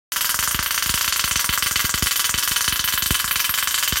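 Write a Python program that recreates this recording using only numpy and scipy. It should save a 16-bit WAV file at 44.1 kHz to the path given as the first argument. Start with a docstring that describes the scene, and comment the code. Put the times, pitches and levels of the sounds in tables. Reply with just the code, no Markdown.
"""Sparks in a glass globe

High-voltage sparks, about thirty a second, jump close to a microphone in a small hard room.
Each snaps with its own colour, rings the glass and returns as bright echoes and a short hiss
of reverberation. Each is followed by a small low microphone thump, some by a loud one.
A faint room rumble lies underneath."""
import sys
import numpy as np
from scipy import signal
from scipy.io import wavfile

SR = 44100
rng = np.random.default_rng(int(sys.argv[2]) if len(sys.argv) > 2 else 0)


def to_wav(s):
    """Save 16-bit WAV."""
    ch = np.atleast_2d(s).T  # columns
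    pcm = np.round(np.clip(ch, -1, 1) * 32767)  # PCM
    wavfile.write(sys.argv[1], SR, pcm.astype(np.int16))


N = 176400

# sparks, with strength in four registers: t/s, knock/dB, bite/dB, sizzle/dB, fizz/dB
SPARKS = [(0.1209, -4.5, -6, -1, 2), (0.1613, 1, -9, -1, -0.5), (0.1665, 2, -6, -4, -8),
          (0.2093, -1, 1, 2.5, 2), (0.2456, 3, -7, -2, 2), (0.2538, -8, -2, -0.5, -6),
          (0.2934, 2.5, -2, -1.5, 2), (0.3016, -2, -3, -2, -6), (0.3437, 7.5, -11, 5, 2),
          (0.3906, 4, -1.5, 1.5, 1), (0.4272, 4.5, -4, -2, 0), (0.438, 0, -6, 1, -3),
          (0.4757, 8.5, -12, 6, -1.5), (0.511, 1, -3, -1.5, -1), (0.5456, 3.5, 0, -6, -1),
          (0.5913, 6, 1, 0, -9), (0.6271, 0, -3, -3, 0), (0.6614, 3.5, -0.5, -8, 1.5),
          (0.7084, 3.5, 1, 0.5, 1), (0.7444, -3, -5, -1, 0), (0.7782, 3.5, 1.5, 2, -5),
          (0.8245, 1.5, 3, 4, -1), (0.8607, -2, -3, -3, 0), (0.8939, 2.5, 1.5, 3, 0),
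          (0.9405, 1, 2, 2.5, -1), (0.9765, 0, -1, -1, -1.5), (1.0107, 4, 4, 1, 0),
          (1.0447, 0, -3, -1.5, 0), (1.0785, 3, 2.5, 3, -3), (1.1247, 3, 1.5, 3.5, -6),
          (1.1608, 0.5, -3.5, -1, 2), (1.1947, 4, 5.5, 1.5, -4), (1.241, 4.5, 3.5, 2, 1.5),
          (1.2771, 0, -2, -2, -0.5), (1.3115, 3, 4, 2.5, -2), (1.3579, 3, 3, 3, -2),
          (1.3942, 0, -2.5, 1, 0), (1.4026, -4.5, -5, 1, -8), (1.444, 6, -10.5, 5, 0.5),
          (1.4918, 4, 4.5, -5, -4), (1.5271, -1, -4, -2.5, 4.5), (1.5376, 4, 0, -2, -3),
          (1.5762, 6.5, -11, 4, -1), (1.6245, 3.5, 4.5, 1.5, 2), (1.6615, -4, -5, -1, -1),
          (1.6684, 0.5, -2, 1, -1), (1.711, 2.5, -10, 5, 0.5), (1.7583, 2, 6, 2, -2), (1.794, 2, -4, 1, 2),
          (1.8034, 2, -2, -3, -3), (1.843, -14, -5, -4, -3), (1.851, 0.5, 0, 0, 0),
          (1.8941, 5.5, -10, 4.5, -2), (1.9409, 4, 3.5, 2, 0), (1.9775, -0.5, -4, -2, -0.5),
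          (2.0242, 2.5, 3.5, 3, 3), (2.0606, -2, -4, 3, 1), (2.0704, 3.5, 3.5, -5, -8),
          (2.1102, -0.5, 0.5, 0, 1.5), (2.118, -1, -6, -4, -3), (2.1588, -2, 2, 0.5, 0),
          (2.1948, 1.5, -1, 1, 0.5), (2.2008, -1, -3, -4, -7), (2.2435, 0, 3.5, 2, -3),
          (2.2515, -5, 0.5, 1.5, -1), (2.2938, 6, -8, 5.5, -2), (2.3413, 2.5, 6.5, -3.5, -7),
          (2.3778, -11, -0.5, 5, -1), (2.386, 2, -1, -3, -3), (2.4267, -5, -1, -3, -3),
          (2.4344, -6, 1, -2, -1), (2.4764, 3.5, -0.5, 5.5, -1), (2.5124, -20, -4, -4, -3),
          (2.5186, 1, 0, -2, -2), (2.5613, -2, 5, 1, -1), (2.5655, 2, -4, -5, -4),
          (2.6085, 2.5, -5, 6.5, 0), (2.6438, -5, -1.5, -1, -2), (2.6789, 3.5, 5, 6.5, -1.5),
          (2.7247, 1, 4, -11, 1), (2.7593, -1.5, 0, -3, -2), (2.794, 1.5, 3.5, 3, -6),
          (2.8417, -1, 3.5, -8, 5), (2.877, 0, 1, 0, -2), (2.8868, 1, -1, -2, -3),
          (2.9248, -4, -2.5, -3, -1), (2.9369, -1, -0.5, 0, 0), (2.9768, 3, 3, -12, 4.5),
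          (3.0231, -2.5, 3, 0.5, 0.5), (3.06, -2.5, 2.5, -1, 1), (3.1069, 4.5, 3, 6, 1),
          (3.1447, -3, 1.5, 2, 1), (3.1523, 3.5, 0, -5, -8), (3.1928, -13, -4, -5, 0),
          (3.1997, -1, 2, 1, -6), (3.2436, 6.5, -12, 3.5, -3), (3.2782, -4, -1, -6, -2),
          (3.311, 5, 4, -6, 6), (3.358, 2.5, 5.5, 3.5, 0), (3.3951, -5, -4, -1.5, 3),
          (3.4023, 2, 1.5, -2, -5), (3.4439, -2.5, -2, -3, 0), (3.4498, -8, 0, -3, -3),
          (3.4938, 3, -0.5, -5.5, 5.5), (3.5405, -0.5, 4, 1.5, 1.5), (3.5769, -0.5, -2, 1, 1),
          (3.5868, -1, 2.5, -1, -3), (3.6265, 4, 1, -8, 6.5), (3.6739, 4.5, 4.5, 3.5, -3),
          (3.7096, -5, -3.5, -1, -1), (3.7433, 1.5, 5, 6, -4), (3.7785, -3.5, -2, 0, -3),
          (3.7857, -5, -2, 1, -4), (3.827, 0.5, 0.5, 2, -1), (3.834, -3, -1.5, 1, -4),
          (3.8768, -1, 5.5, 1, 2), (3.9242, -2, 5.5, -4, -6), (3.958, 0, -1.5, 0, -5),
          (3.97, 2.5, 1.5, 1.5, -1)]


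def amp(db):
    """Decibels to gain."""
    return 10 ** (np.asarray(db) / 20)


def unit(x):
    """Scale to unit energy."""
    return x / np.sqrt(np.sum(x ** 2) + 1e-20)


def add(mix, start_s, sound):
    """Mix a sound in at start_s."""
    part = mix[max(round(start_s * SR), 0):][:len(sound)]
    part += sound[:len(part)]


def through(x, response):
    """Convolve, keeping the length of x."""
    return signal.fftconvolve(x, response)[:len(x)]


def causal(colour, size):
    """Minimum-phase pulse with a given spectrum (f/Hz, level/dB)."""
    hz, db = np.transpose(colour)
    bins_hz = abs(np.fft.fftfreq(size, 1 / SR))
    log_gain = np.log(amp(np.interp(np.log(bins_hz + 1), np.log(hz), db)))
    spectrum = np.exp(np.conj(signal.hilbert(log_gain)))
    return np.fft.ifft(spectrum).real[:size // 2]


def click(colour):
    """Coloured pulse of unit energy."""
    return unit(causal(colour, size=4096))


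def train(times_s, levels_db):
    """One impulse per event."""
    impulses = np.zeros(N)
    for start_s, db in zip(times_s, levels_db):
        add(impulses, start_s, amp([db]))
    return impulses


def envelope(delay_s, rise_s, t60_s):
    """Wait, rise, exponential decay; 0.5 s long."""
    t = np.maximum(np.arange(SR // 2) / SR - delay_s, 0)
    return (1 - np.exp(-t / rise_s)) * np.exp(-np.log(1000) * t / t60_s)


def ringing(modes, delay_s, rise_s):
    """Sum of damped sines."""
    t = np.arange(SR // 2) / SR - delay_s
    return sum(amp(db) * envelope(delay_s, rise_s, t60_s) * np.sin(2 * np.pi * hz * t)
               for hz, db, t60_s in modes)


def reverberate(x, colour, delay_s, rise_s, t60_s, tails):
    """Dense reflections whose fine texture slowly changes from spark to spark."""
    tail_index = np.linspace(0, tails - 1, N)
    shape = envelope(delay_s, rise_s, t60_s)
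    wet = np.zeros(N)
    for k in range(tails):
        tail = unit(through(rng.standard_normal(len(shape)) * shape, click(colour)))
        fade = np.cos(np.pi / 2 * np.minimum(abs(tail_index - k), 1))
        wet += through(x * fade, tail)
    return wet


def discharges(ripples, shares):
    """Spark pressure pulses. Arc branches interfere and ripple each spectrum at random."""
    # centres of knock, bite, sizzle, fizz: f/Hz
    registers_hz = [1400, 3300, 6800, 12500]
    ripple_db, ripple_corner_hz = 4, 4200
    hz = np.linspace(700, 16000, ripples.shape[1])
    pulses = np.zeros(N)
    for (start_s, *levels_db), ripple in zip(SPARKS, ripples):
        db = np.interp(np.log(hz), np.log(registers_hz), np.multiply(levels_db, shares))
        db += ripple_db * ripple * hz / (hz + ripple_corner_hz)
        add(pulses, start_s, causal(np.column_stack([hz, db]), size=512))
    return pulses


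def snaps(pulses):
    """Direct crack of each spark."""
    # crack spectrum: f/Hz, level/dB
    snap_colour = [(100, -64), (500, -15), (800, -17.5), (1050, 3), (1500, 5), (2300, 0), (3500, 1.5),
                   (6000, -8), (10000, -8), (16000, -16)]
    return amp(4.5) * through(pulses, click(snap_colour))


def rumble():
    """Faint low room noise, from the first spark on."""
    # noise spectrum: f/Hz, level/dB
    rumble_colour = [(20, -36), (45, -13), (70, 4.5), (130, -19), (300, -5.5), (700, -17.5), (3000, -48)]
    started = np.arange(N) / SR > SPARKS[0][0]
    return started * amp(-51.5) * through(rng.standard_normal(N), click(rumble_colour))


def thumps():
    """The microphone swings back, slowing: a little after every spark, a lot after some."""
    # loud thumps: t/s, level/dB
    loud_thumps = [(0.389, -25), (0.4763, -38), (0.5451, -17), (0.5912, -20.5), (0.8604, -24),
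                   (0.8951, -17), (0.9408, -20), (1.078, -28.5), (1.241, -22), (1.3115, -25), (1.3582, -20),
                   (1.4912, -16), (1.625, -29), (1.6594, -25), (1.711, -28), (1.7587, -23), (1.843, -16),
                   (1.852, -29), (1.9412, -17.5), (2.024, -11), (2.0608, -27), (2.2938, -35), (2.3415, -19),
                   (2.377, -28), (2.5117, -21.5), (2.6792, -21), (2.724, -21), (2.795, -25.5),
                   (2.841, -28.5), (2.9377, -25), (3.024, -23), (3.0596, -28), (3.1067, -9), (3.243, -28),
                   (3.2775, -34), (3.359, -28), (3.493, -29), (3.9241, -14)]
    # low microphone resonances: f/Hz, level/dB, t60/s
    microphone_modes = [(80.7, -7, 0.051), (340, -18, 0.053)]
    start_hz, end_hz, sag_s = 468, 47.5, 0.0027
    delay_s, rise_s, decay_s = 0.00061, 0.0017, 0.01
    t = np.arange(SR // 8) / SR
    hz = end_hz + (start_hz - end_hz) * np.exp(-t / sag_s)
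    shape = (1 - np.exp(-t / rise_s)) * np.exp(-t / decay_s)
    swing = -np.sin(2 * np.pi * np.cumsum(hz) / SR) * shape
    swing += ringing(microphone_modes, delay_s=0.00056, rise_s=0.0049)[:len(t)]
    spark_s, knock_db = np.transpose(SPARKS)[:2]
    loud_s, loud_db = np.transpose(loud_thumps)
    small = train(spark_s + delay_s, knock_db - 36.5)
    loud = train(loud_s + delay_s, loud_db + 1)
    return through(small + loud, swing)


def globe(pulses):
    """The glass rings and scatters each crack."""
    # globe resonances: f/Hz, level/dB, t60/s
    glass_modes = [(2066, -34.5, 0.044), (2630, -36.5, 0.07), (3024, -18, 0.035), (3234, -28, 0.017),
                   (3822, -28, .035), (4407, -26, 0.034), (4520, -23, 0.05), (5230, -64, .03),
                   (5905, -22, 0.024), (7390, -30, 0.024), (8485, -25, 0.021)]
    # spectrum of the scattered crack: f/Hz, level/dB
    scatter_colour = [(100, -30), (750, -13.5), (1200, 0.5), (2200, 1.5), (3300, -3), (6000, 1), (8000, -9),
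                      (10500, -4), (16000, -4.5)]
    ring = through(pulses, ringing(glass_modes, delay_s=0.001169, rise_s=0.0011))
    scatter = reverberate(pulses, scatter_colour, delay_s=0.0027, rise_s=0.0004, t60_s=0.015, tails=8)
    return amp(1) * ring + amp(2.5) * scatter


def echoes(pulses):
    """Distinct bright reflections; delays shift slightly from spark to spark."""
    # reflections off near surfaces: delay/s, level/dB
    reflections = [(.0013, -7.5), (.0084, 0.5), (.0094, -5), (.0133, -29), (.0142, -17), (.0169, 0),
                   (.0188, -8), (.0291, -8.5)]
    # echo spectrum: f/Hz, level/dB
    echo_colour = [(100, -31), (700, -13), (1100, -4.5), (1700, -16), (2700, -10), (4500, -1.5),
                   (7000, 2.5), (10500, 0.5), (13000, 4.5), (16000, -2.5)]
    jitter_s = 0.00005
    spark_s = np.transpose(SPARKS)[0]
    n = np.arange(N)
    reflected = np.zeros(N)
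    for delay_s, db in reflections:
        drift = np.interp(n / SR, spark_s, rng.standard_normal(len(spark_s)))
        lag = (SR * (delay_s + jitter_s * drift)).astype(int)
        reflected += amp(db) * pulses[np.clip(n - lag, 0, N - 1)]
    return amp(0.5) * through(reflected, click(echo_colour))


def room(pulses):
    """Hissing reverberation and standing waves between hard walls."""
    # reverberation spectrum: f/Hz, level/dB
    hiss_colour = [(100, -19.5), (400, -26), (620, -7.5), (820, -21.5), (1020, 3.5), (1350, 1), (2400, -2),
                   (3100, 7), (4000, 0.5), (6000, 4.5), (8000, -2), (8900, 5), (10300, -5), (12500, 1),
                   (16000, -5)]
    # standing waves: f/Hz, level/dB, t60/s
    room_modes = [(965, -51, 0.62), (1076.3, -53, 0.32), (1160, -48, 0.3), (1299, -44, 0.1),
                  (1392, -44.5, 0.21), (1500, -42, 0.29), (1595, -40, 0.35), (1673, -47, 0.42),
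                  (1729, -45, 0.22), (2015, -35.5, 0.13), (2724, -50, .25), (3230, -49, 0.25)]
    hiss = reverberate(pulses, hiss_colour, delay_s=0.0064, rise_s=0.004, t60_s=0.22, tails=3)
    standing = through(pulses, ringing(room_modes, delay_s=0.0020095, rise_s=0.0035))
    return amp(4.5) * hiss + amp(3) * standing


def scene():
    """All paths summed at one microphone."""
    ripples = rng.standard_normal((len(SPARKS), 18))
    # shares: how strongly a path follows knock, bite, sizzle, fizz
    direct = discharges(ripples, shares=[0.97, 0.72, 0.76, 0.87])
    to_globe = discharges(ripples, shares=[0.37, 1, 0.89, 0.96])
    to_room = discharges(ripples, shares=[0.3, 0.7, 0.9, 1])
    sparks = snaps(direct) + thumps() + globe(to_globe) + echoes(to_room) + room(to_room)
    return (sparks + rumble())[None]


def record(dry):
    """Soft overload, then low-pass."""
    ceiling, cutoff_hz = 0.8, 15900
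    squashed = ceiling * np.tanh(dry / ceiling)
    lowpass = signal.firwin(511, cutoff_hz, window=("kaiser", 9), fs=SR)
    return signal.oaconvolve(squashed, lowpass[None], "same")


dry = scene()
out = record(dry)
to_wav(out)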